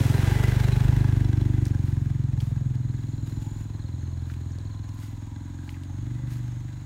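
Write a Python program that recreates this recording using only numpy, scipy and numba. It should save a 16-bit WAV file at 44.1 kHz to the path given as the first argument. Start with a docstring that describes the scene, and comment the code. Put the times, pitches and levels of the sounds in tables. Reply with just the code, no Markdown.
"""A single-cylinder four-stroke motorbike passes close on a muddy hillside track, its wet tyres hissing.
Each firing rings the silencer and shakes the engine. As the bike chugs away at low revs, someone by
the track shifts on grass and mud. Then crickets join in, and the slope ahead returns an echo that
comes sooner as the bike rides towards it. Near the end, soft ground hollows out the engine's sound.
All along, far insects sing over trickling water and a breeze puffs on the microphone."""
import sys
import numpy as np
from scipy import signal
from scipy.fft import rfft, irfft, next_fast_len
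from scipy.io import wavfile
from scipy.ndimage import uniform_filter1d
from numba import njit

SR = 44100
rng = np.random.default_rng(int(sys.argv[2]) if len(sys.argv) > 2 else 0)


def put_to_file(sound):
    """Save the sound as 16-bit audio at rate SR, in the file named by the first command-line argument."""
    columns = np.atleast_2d(sound).T  # one column per channel
    safe = np.clip(columns, -1, 1)
    whole_steps = np.round(safe * 32767)
    wavfile.write(sys.argv[1], SR, whole_steps.astype(np.int16))


N = 302085
TIME = np.arange(N) / SR

# How fast the engine runs. Each row: time in seconds, firings per second.
FIRING_RATE = [(0.0, 21.17), (0.33, 24.15), (0.6, 24.41), (1.0, 25.19), (1.3, 24.06), (1.55, 24.35),
               (1.8, 22.78), (2.7, 21.04), (3.05, 20.97), (3.65, 21.28), (4.15, 21.07), (4.7, 20.76),
               (5.1, 21.1), (5.5, 22.05), (5.85, 22.93), (6.15, 24.36), (6.55, 23.99), (6.85, 23.97)]
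# How loud the exhaust is. Each row: time in seconds, silencer's boom in dB, pipe's bark in dB.
EXHAUST_LEVELS = [(0, -20.5, -32.5), (.3, -20.5, -41.5), (.75, -20.5, -48), (.95, -20, -38.5),
                  (1.5, -21.5, -35.5), (1.95, -24, -42.5), (2.35, -25.5, -45.5), (2.8, -26.5, -45),
                  (3.05, -30.5, -44), (3.35, -31, -42), (3.7, -33.5, -46), (4.1, -30.5, -48),
                  (4.9, -33.5, -48), (5.4, -37, -43), (5.85, -36, -45.5), (6.05, -30, -42.5),
                  (6.5, -30.5, -47.5), (6.85, -36.5, -49.5)]
# Where the silencer's boom is centred. Each row: time in seconds, pitch in Hz.
BOOM_PITCH = [(0, 116), (.8, 126.5), (1.15, 107.6), (2.25, 122), (2.65, 127), (3.35, 127), (4.1, 86),
              (4.9, 98), (5.7, 98.7), (6.15, 122), (6.85, 130)]
# The tone of the engine's clatter. Each row: frequency in Hz, relative level in dB.
CLATTER_TONE = [(120, -4), (250, -5), (380, 10), (520, -2), (700, 0.5), (1000, -4.5), (1200, -5),
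                (1800, -3), (2600, -7), (4000, -14), (5000, -17.5), (7000, -17), (10500, -24.5),
                (15000, -24)]
# The notes of the crankcase and cooling fins. Each row: pitch in Hz, width in Hz, relative level in dB.
CASING_NOTES = [(535, 10, 0.5), (848, 30, 1), (960, 37, 0), (1613, 120, -2.5), (2010, 17, -1),
                (2940, 8.2, -8), (3430, 48, -1), (4000, 190, -2), (5380, 350, -7.5)]
# Moments when the casing sings out. Each row: peak time in seconds, fade in seconds, pitch in Hz,
# level in dB.
CASING_SWELLS = [(0.342, 0.085, 814, -43), (0.423, .1, 2010, -45), (.73, 0.012, 4000, -45),
                 (3.48, 0.084, 855, -57), (3.647, 0.15, 1010, -63), (4.853, 0.42, 1027, -64),
                 (5.34, 0.26, 958, -61.5), (6.25, 0.18, 2010, -65)]
# Twigs, wet grit and soft knocks underfoot. Each row: start in seconds, level in dB, pitch in Hz,
# width in Hz, seconds to fade by 60 dB.
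FOOT_CRACKS = [(1.654, -42.5, 5800, 7000, 0.015), (1.682, -51, 5200, 3500, 0.019),
               (2.4034, -43.5, 3240, 1580, 0.022), (2.511, -51, 418, 203, 0.019),
               (2.577, -52, 1290, 900, 0.031), (2.754, -56, 4500, 5000, .02),
               (4.299, -45, 1770, 1170, 0.034), (4.339, -51, 2590, 3500, 0.028),
               (4.519, -57, 5600, 2200, .02), (4.582, -50, 406, 220, 0.032),
               (4.5863, -52, 4480, 3500, 0.0086), (4.89, -54, 4000, 5000, 0.017),
               (4.945, -62, 11500, 2800, .03), (5.6923, -41.5, 2350, 1900, 0.0074),
               (5.7406, -52, 2200, 1300, 0.077), (5.835, -51.5, 4000, 5000, 0.018)]
# Grass and clothes brushing. Each row: peak time in seconds, level in dB, rise and fade in seconds.
BRUSHES = [(1.67, -49, 0.022, 0.016), (1.88, -55.5, 0.071, 0.08), (2.41, -49, 0.0094, 0.017),
           (2.45, -57.5, 0.022, 0.074), (3.02, -64.5, 0.077, 0.25), (3.27, -55, 0.013, 0.076),
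           (3.43, -57, 0.021, 0.034), (3.6, -59, 0.065, 0.07), (4.32, -57.5, 0.043, 0.044),
           (5.03, -52.5, 0.053, 0.075), (5.705, -55, 0.043, 0.036), (5.84, -65, .015, 0.022),
           (6.32, -51, 0.025, 0.066)]
# The tone of that brushing. Each row: frequency in Hz, relative level in dB.
BRUSH_TONE = [(400, -3), (1200, 15.5), (4000, 10.5), (7000, 9), (10000, 5.5), (13000, 4.5), (16000, 4.5)]
# An insect's short buzzes. Each row: start in seconds, length in seconds, level in dB.
INSECT_BUZZES = [(3.988, 0.12, -67), (5.87, 0.18, -70), (6.44, .18, -69)]
# The tone of the forest and trickling water. Each row: frequency in Hz, relative level in dB.
FOREST_TONE = [(30, -2), (70, 20), (150, 13), (300, 4), (450, -5), (560, 0.5), (700, -1.5), (970, 3),
               (1250, -2.5), (1600, -4.5), (2700, -16), (3700, -5.5), (5200, -17.5), (7600, -10.5),
               (10500, -23.5), (15500, -24)]
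# Puffs of air on the microphone. Each row: peak time in seconds, fade in seconds, level in dB.
AIR_PUFFS = [(1.0, .4, -35), (2.354, 0.045, -35), (2.574, .05, -47), (3.3, 0.67, -44), (6.097, 0.3, -48)]

PASSES_S, SPEED_M_S, MISS_M = 0.21, 1.83, 2.35  # when, how fast and how close the bike goes by
IDLE_FIRINGS_PER_S = 21


def engine_cycle():
    """A running count of four-stroke cycles; the engine fires near each whole number."""
    return np.cumsum(curves(FIRING_RATE)[0]) / SR - .12


def above_idle():
    """How many more firings per second the engine makes than at idle."""
    return curves(FIRING_RATE)[0] - IDLE_FIRINGS_PER_S


def nearness():
    """Closest distance over present distance: 1 side-on, falling as the bike rides off."""
    return MISS_M / np.hypot(MISS_M, SPEED_M_S * (TIME - PASSES_S))


def exhaust(cycle, scatter_db=1.01, bark_lead_s=0.0026, bark_echo_db=-10):
    """Each firing's puff of gas makes the pipe bark, the silencer boom and the air thump."""
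    boom_db, bark_db = curves(EXHAUST_LEVELS)
    fired = np.flatnonzero(np.diff(np.floor(cycle + 1 / 13)))  # the exhaust valve opens once a cycle
    puffs = np.zeros(N)
    puffs[fired] = undb(scatter_db * rng.standard_normal(len(fired)))
    puffs = cut(puffs, 343.4, "low", order=9)  # the silencer swallows the treble
    echo = slope_echo(puffs)
    boom_width_hz = 42 + 25.5 * nearness()  # the putts are tighter close by
    boom = glide(puffs + echo, curves(BOOM_PITCH)[0], boom_width_hz)
    boom = cut(ring(boom, 109.3, 110), 158, "low", order=2)  # the broad band the silencer lets through
    boom = boom - ring(boom, 180.3, 39.4) - ring(boom, 64.8, 7.2)  # two narrow dips hollow the boom
    # the first rush of gas barks just before the boom; the grassy slope returns less of it
    rush = np.interp(TIME + bark_lead_s, TIME, puffs + undb(bark_echo_db) * echo)
    bark_hz = 262 + 8 * above_idle()
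    bark = glide(rush, bark_hz, 0.33 * bark_hz)
    bark = cut(glide(bark, bark_hz + 12, 0.78 * bark_hz), 185, "high", order=4)
    facing = swell(-0.34, np.inf, 0.63, 1)  # the pipe's mouth turns to the listener
    thump_gain = undb(-35 + 1.46 * above_idle()) * facing * nearness() ** 1.23
    thump = thump_gain * steady(double_ring(puffs, 46.9, 22), cycle)
    return undb(boom_db) * steady(boom, cycle) + undb(bark_db) * steady(bark, cycle) - thump


def clatter(cycle, shift_cycles=.05, knock_cycles=.16, tick_cycles=0.031):
    """A knock and a valve tick at each firing, and the churn of chain and tyres, ring the crankcase."""
    behind = 1 - nearness() ** 2
    direct = nearness() * undb(-37 - 22.5 * behind)  # the engine is screened from behind
    gain = np.hypot(direct, undb(-59)) * undb(0.7543 * above_idle())  # trees scatter a little back
    # metal is struck at about the moment of each firing
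    since_hit = (cycle + shift_cycles + 1 / 2) % 1 - 1 / 2
    knock = np.exp(-np.abs(since_hit - .03) / knock_cycles) * undb(3 * wander(24))
    churn = undb(5 - 6.5 * swell(PASSES_S, np.inf, 0.4, 1))  # softer once the bike has passed
    shaking = noise() * (knock + churn) * undb(wander(700))
    tick_db = 8.5 + 3 * wander(24)
    tick = noise() * (since_hit > 0) * np.exp(-np.abs(since_hit) / tick_cycles) * undb(tick_db)
    strikes = shaking + 5.3 * tick  # the valve hits metal directly, so it is heard mostly as ringing
    metal = sum(undb(db + 2 * wander(5.3)) * ring(strikes, hz, width) for hz, width, db in CASING_NOTES)
    return gain * steady(colour(shaking + 0.16 * tick + metal, CLATTER_TONE), cycle)


def singing_casing(cycle, depth=0.19):
    """Single notes of the engine's casing stand out for a moment, throbbing with the firings."""
    throb = 1 + depth * np.cos(2 * np.pi * (cycle - .12))
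    return throb * sum(undb(db) * bump(peak, fade) * unit(double_ring(noise(), hz, 0.063 * hz))
                       for peak, fade, hz, db in CASING_SWELLS)


def tyre_spray(start_db=-45, fade_db_per_s=13.5):
    """Water and mud fizz off the tyres, fading as they leave the puddle behind."""
    drops = noise() * undb(1.5 * wander(900))
    return undb(start_db - fade_db_per_s * TIME) * unit(ring(drops, 4500, 8400))


def slope_echo(x, full_db=-4.8, midway_s=2.8, rise_s=.45):
    """The slope ahead repeats the sound, sooner and stronger as the bike rides towards it."""
    lag_s = .1398 - .005 * TIME
    gain = undb(full_db) / (1 + np.exp((midway_s - TIME) / rise_s))
    return gain * np.interp(TIME - lag_s, TIME, x)


def soft_ground(x, start_s=4.6, rise_s=0.67):
    """Far down the track, the bounce off grass and mud cancels a band of the engine's sound."""
    return x - swell(start_s, np.inf, rise_s, 1) * ring(x, hz=404, width_hz=190)


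def hillside(x, fade_s=0.24, tail_db=-21):
    """Trees and slopes scatter the sound, adding a thin, dull tail."""
    t = TIME[:SR]
    tail = cut(rng.standard_normal(SR), 2100, "low", order=1) * undb(-60 * t / fade_s) * (t > .02)
    return x + undb(tail_db) * signal.fftconvolve(x, tail / np.sqrt(np.sum(tail ** 2)))[:N]


def underfoot():
    """Shifting feet crack twigs and grit, while grass and cloth give grainy brushes."""
    cracks = np.zeros(N)
    t = TIME[:SR // 10]
    for start_s, db, hz, width, fade in FOOT_CRACKS:
        crack = double_ring(rng.standard_normal(len(t)) * undb(-60 * t / fade), hz, width)
        start = int(start_s * SR)
        cracks[start:start + len(t)] += undb(db) * crack / np.std(crack[:SR // 250])
    brushing = sum(undb(db) * np.exp(-np.maximum((peak - TIME) / rise, (TIME - peak) / fade))
                   for peak, db, rise, fade in BRUSHES)
    grains = noise() * undb(1.5 * wander(600))
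    return cracks + brushing * colour(grains, BRUSH_TONE)


def insects():
    """A far chorus, a cricket's swelling trill, a lower cricket's chirps and a few short buzzes."""
    chorus = undb(-66 + 0.33 * wander(5.1) + 0.98 * wander(60)) * unit(double_ring(noise(), 6720, 600))
    trill = wing_strokes(50 * TIME + 0.069 * wander(9), hz=7000, fall_hz=750, sounding_share=0.91)
    trill = undb(-60) * swell(2.78, 3.69, 0.73, 0.054) * unit(trill)
    stroke = 49 * TIME + .2 * wander(3.8)
    paired = 1 - .85 * (np.floor(stroke) % 3 == 2)  # every third stroke is weak
    effort = undb(-76) + undb(-73) * swell(2.6, 5.3, 0.32, 0.32)  # always soft, louder for a while
    effort *= undb(1.4 * wander(6.7))
    chirps = effort * unit(paired * wing_strokes(stroke, hz=4100, fall_hz=420, sounding_share=0.71))
    buzzing = sum(undb(db) * (TIME > start) * (TIME < start + length)
                  for start, length, db in INSECT_BUZZES)
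    buzzes = uniform_filter1d(buzzing, size=800) * unit(double_ring(noise(), 6380, 200))
    return chorus + trill + chirps + buzzes


def wing_strokes(stroke, hz, fall_hz, sounding_share):
    """Each scrape of a cricket's wing is a short tone that sinks as the wing slows."""
    along = np.minimum(stroke % 1 / sounding_share, 1)
    pitch = hz - fall_hz * (along - 1 / 2) + 70 * wander(400)
    return np.sin(np.pi * along) * np.sin(2 * np.pi * np.cumsum(pitch) / SR)


def forest(level_db=-53):
    """Far water and leaves: the trickle flickers, the high hiss stays nearly even."""
    wash = colour(noise(), FOREST_TONE)
    trickle = cut(wash, 1000, "low", order=1)
    hiss = wash - trickle
    return undb(level_db) * (trickle * undb(1.3 * wander(14)) + hiss * undb(.6 * wander(14)))


def breeze(calm_db=-51.5):
    """Air pushing on the microphone makes a soft, uneven rumble."""
    air = undb(calm_db) + sum(undb(db) * bump(peak, fade) for peak, fade, db in AIR_PUFFS)
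    flutter = undb(1.5 * wander(12))
    return air * flutter * unit(cut(double_ring(noise(), 50, 54), 28, "high", order=4))


def undb(db):
    """Turn decibels into a number to multiply by."""
    return 10 ** (np.asarray(db) / 20)


def curves(table):
    """The columns of a table, joined by straight lines in time."""
    times, *columns = np.transpose(table)
    return [np.interp(TIME, times, column) for column in columns]


def swell(start_s, end_s, rise_s, fall_s):
    """Rise from 0 to 1, hold and fall back between two times."""
    return np.clip(np.minimum((TIME - start_s) / rise_s, (end_s - TIME) / fall_s), 0, 1)


def bump(peak_s, fade_s):
    """A smooth hill of height 1, down to about a third at fade_s either side."""
    return np.exp(-((TIME - peak_s) / fade_s) ** 2)


def unit(x):
    """Scale a sound to an average strength (rms) of 1."""
    return x / np.sqrt(np.mean(x ** 2))


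def steady(x, cycle):
    """Hold a pulsing sound near strength 1, averaged over three engine cycles."""
    count = cycle - np.floor(cycle[0])
    turn = count.astype(int)
    power = np.bincount(turn, x ** 2) / np.bincount(turn)
    power = uniform_filter1d(power[1:-1], size=3, mode="nearest")
    return x / np.sqrt(np.interp(count, np.arange(len(power)) + 3 / 2, power))


def noise():
    """White noise: an even hiss."""
    return rng.standard_normal(N)


def wander(per_second):
    """A smooth random drift, straying roughly 1 either side of zero."""
    hold = int(SR / per_second)
    steps = np.repeat(rng.standard_normal(N // hold + 1), hold)
    return 1.8 * uniform_filter1d(uniform_filter1d(steps, hold), hold)[:N]


def ring(x, hz, width_hz):
    """A resonance: it keeps one pitch at full strength and weakens those around it."""
    return signal.lfilter(*signal.iirpeak(hz, hz / width_hz, fs=SR), x)


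def double_ring(x, hz, width_hz):
    """The same resonance twice, for a sharper band."""
    return ring(ring(x, hz, width_hz), hz, width_hz)


@njit
def glide(x, hz, width_hz):
    """A resonance whose pitch and width can move."""
    y, band, low = np.empty(len(x)), 0., 0.
    for i in range(len(x)):
        tuning, damping = np.tan(np.pi * hz[i] / SR), width_hz[i] / hz[i]
        swing = (band + tuning * (x[i] + 1e-18 - low)) / (1 + tuning * (tuning + damping))
        band, low = 2 * swing - band, low + 2 * tuning * swing
        y[i] = damping * swing
    return y


def cut(x, hz, keep, order):
    """Keep the "low" or "high" side of hz; a higher order cuts more steeply."""
    return signal.sosfilt(signal.butter(order, hz, keep, fs=SR, output="sos"), x)


def colour(x, tone):
    """Shape a sound by a tone table, at strength 1; it falls away below the first row."""
    hz, db = np.transpose(tone)
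    size = next_fast_len(N)
    freqs = np.arange(size // 2 + 1) * SR / size + 1
    gain = undb(np.interp(np.log(freqs), np.log(hz), db)) * np.minimum(freqs / hz[0], 1) ** 2
    return unit(irfft(rfft(x, size) * gain, size)[:N])


def scene():
    """The bike on the hillside, with the forest around the listener."""
    cycle = engine_cycle()
    engine = soft_ground(exhaust(cycle) + clatter(cycle))
    bike = hillside(engine + singing_casing(cycle) + tyre_spray())
    return (bike + forest() + insects() + underfoot() + breeze())[None]


def record(dry, bottom_hz=15, top_hz=15750):
    """The phone drops the deepest bass and the highest treble."""
    treble_cut = signal.ellip(10, .2, 70, top_hz, fs=SR, output="sos")
    return signal.sosfilt(treble_cut, cut(dry, bottom_hz, "high", order=2))


dry = scene()
out = record(dry)
put_to_file(out)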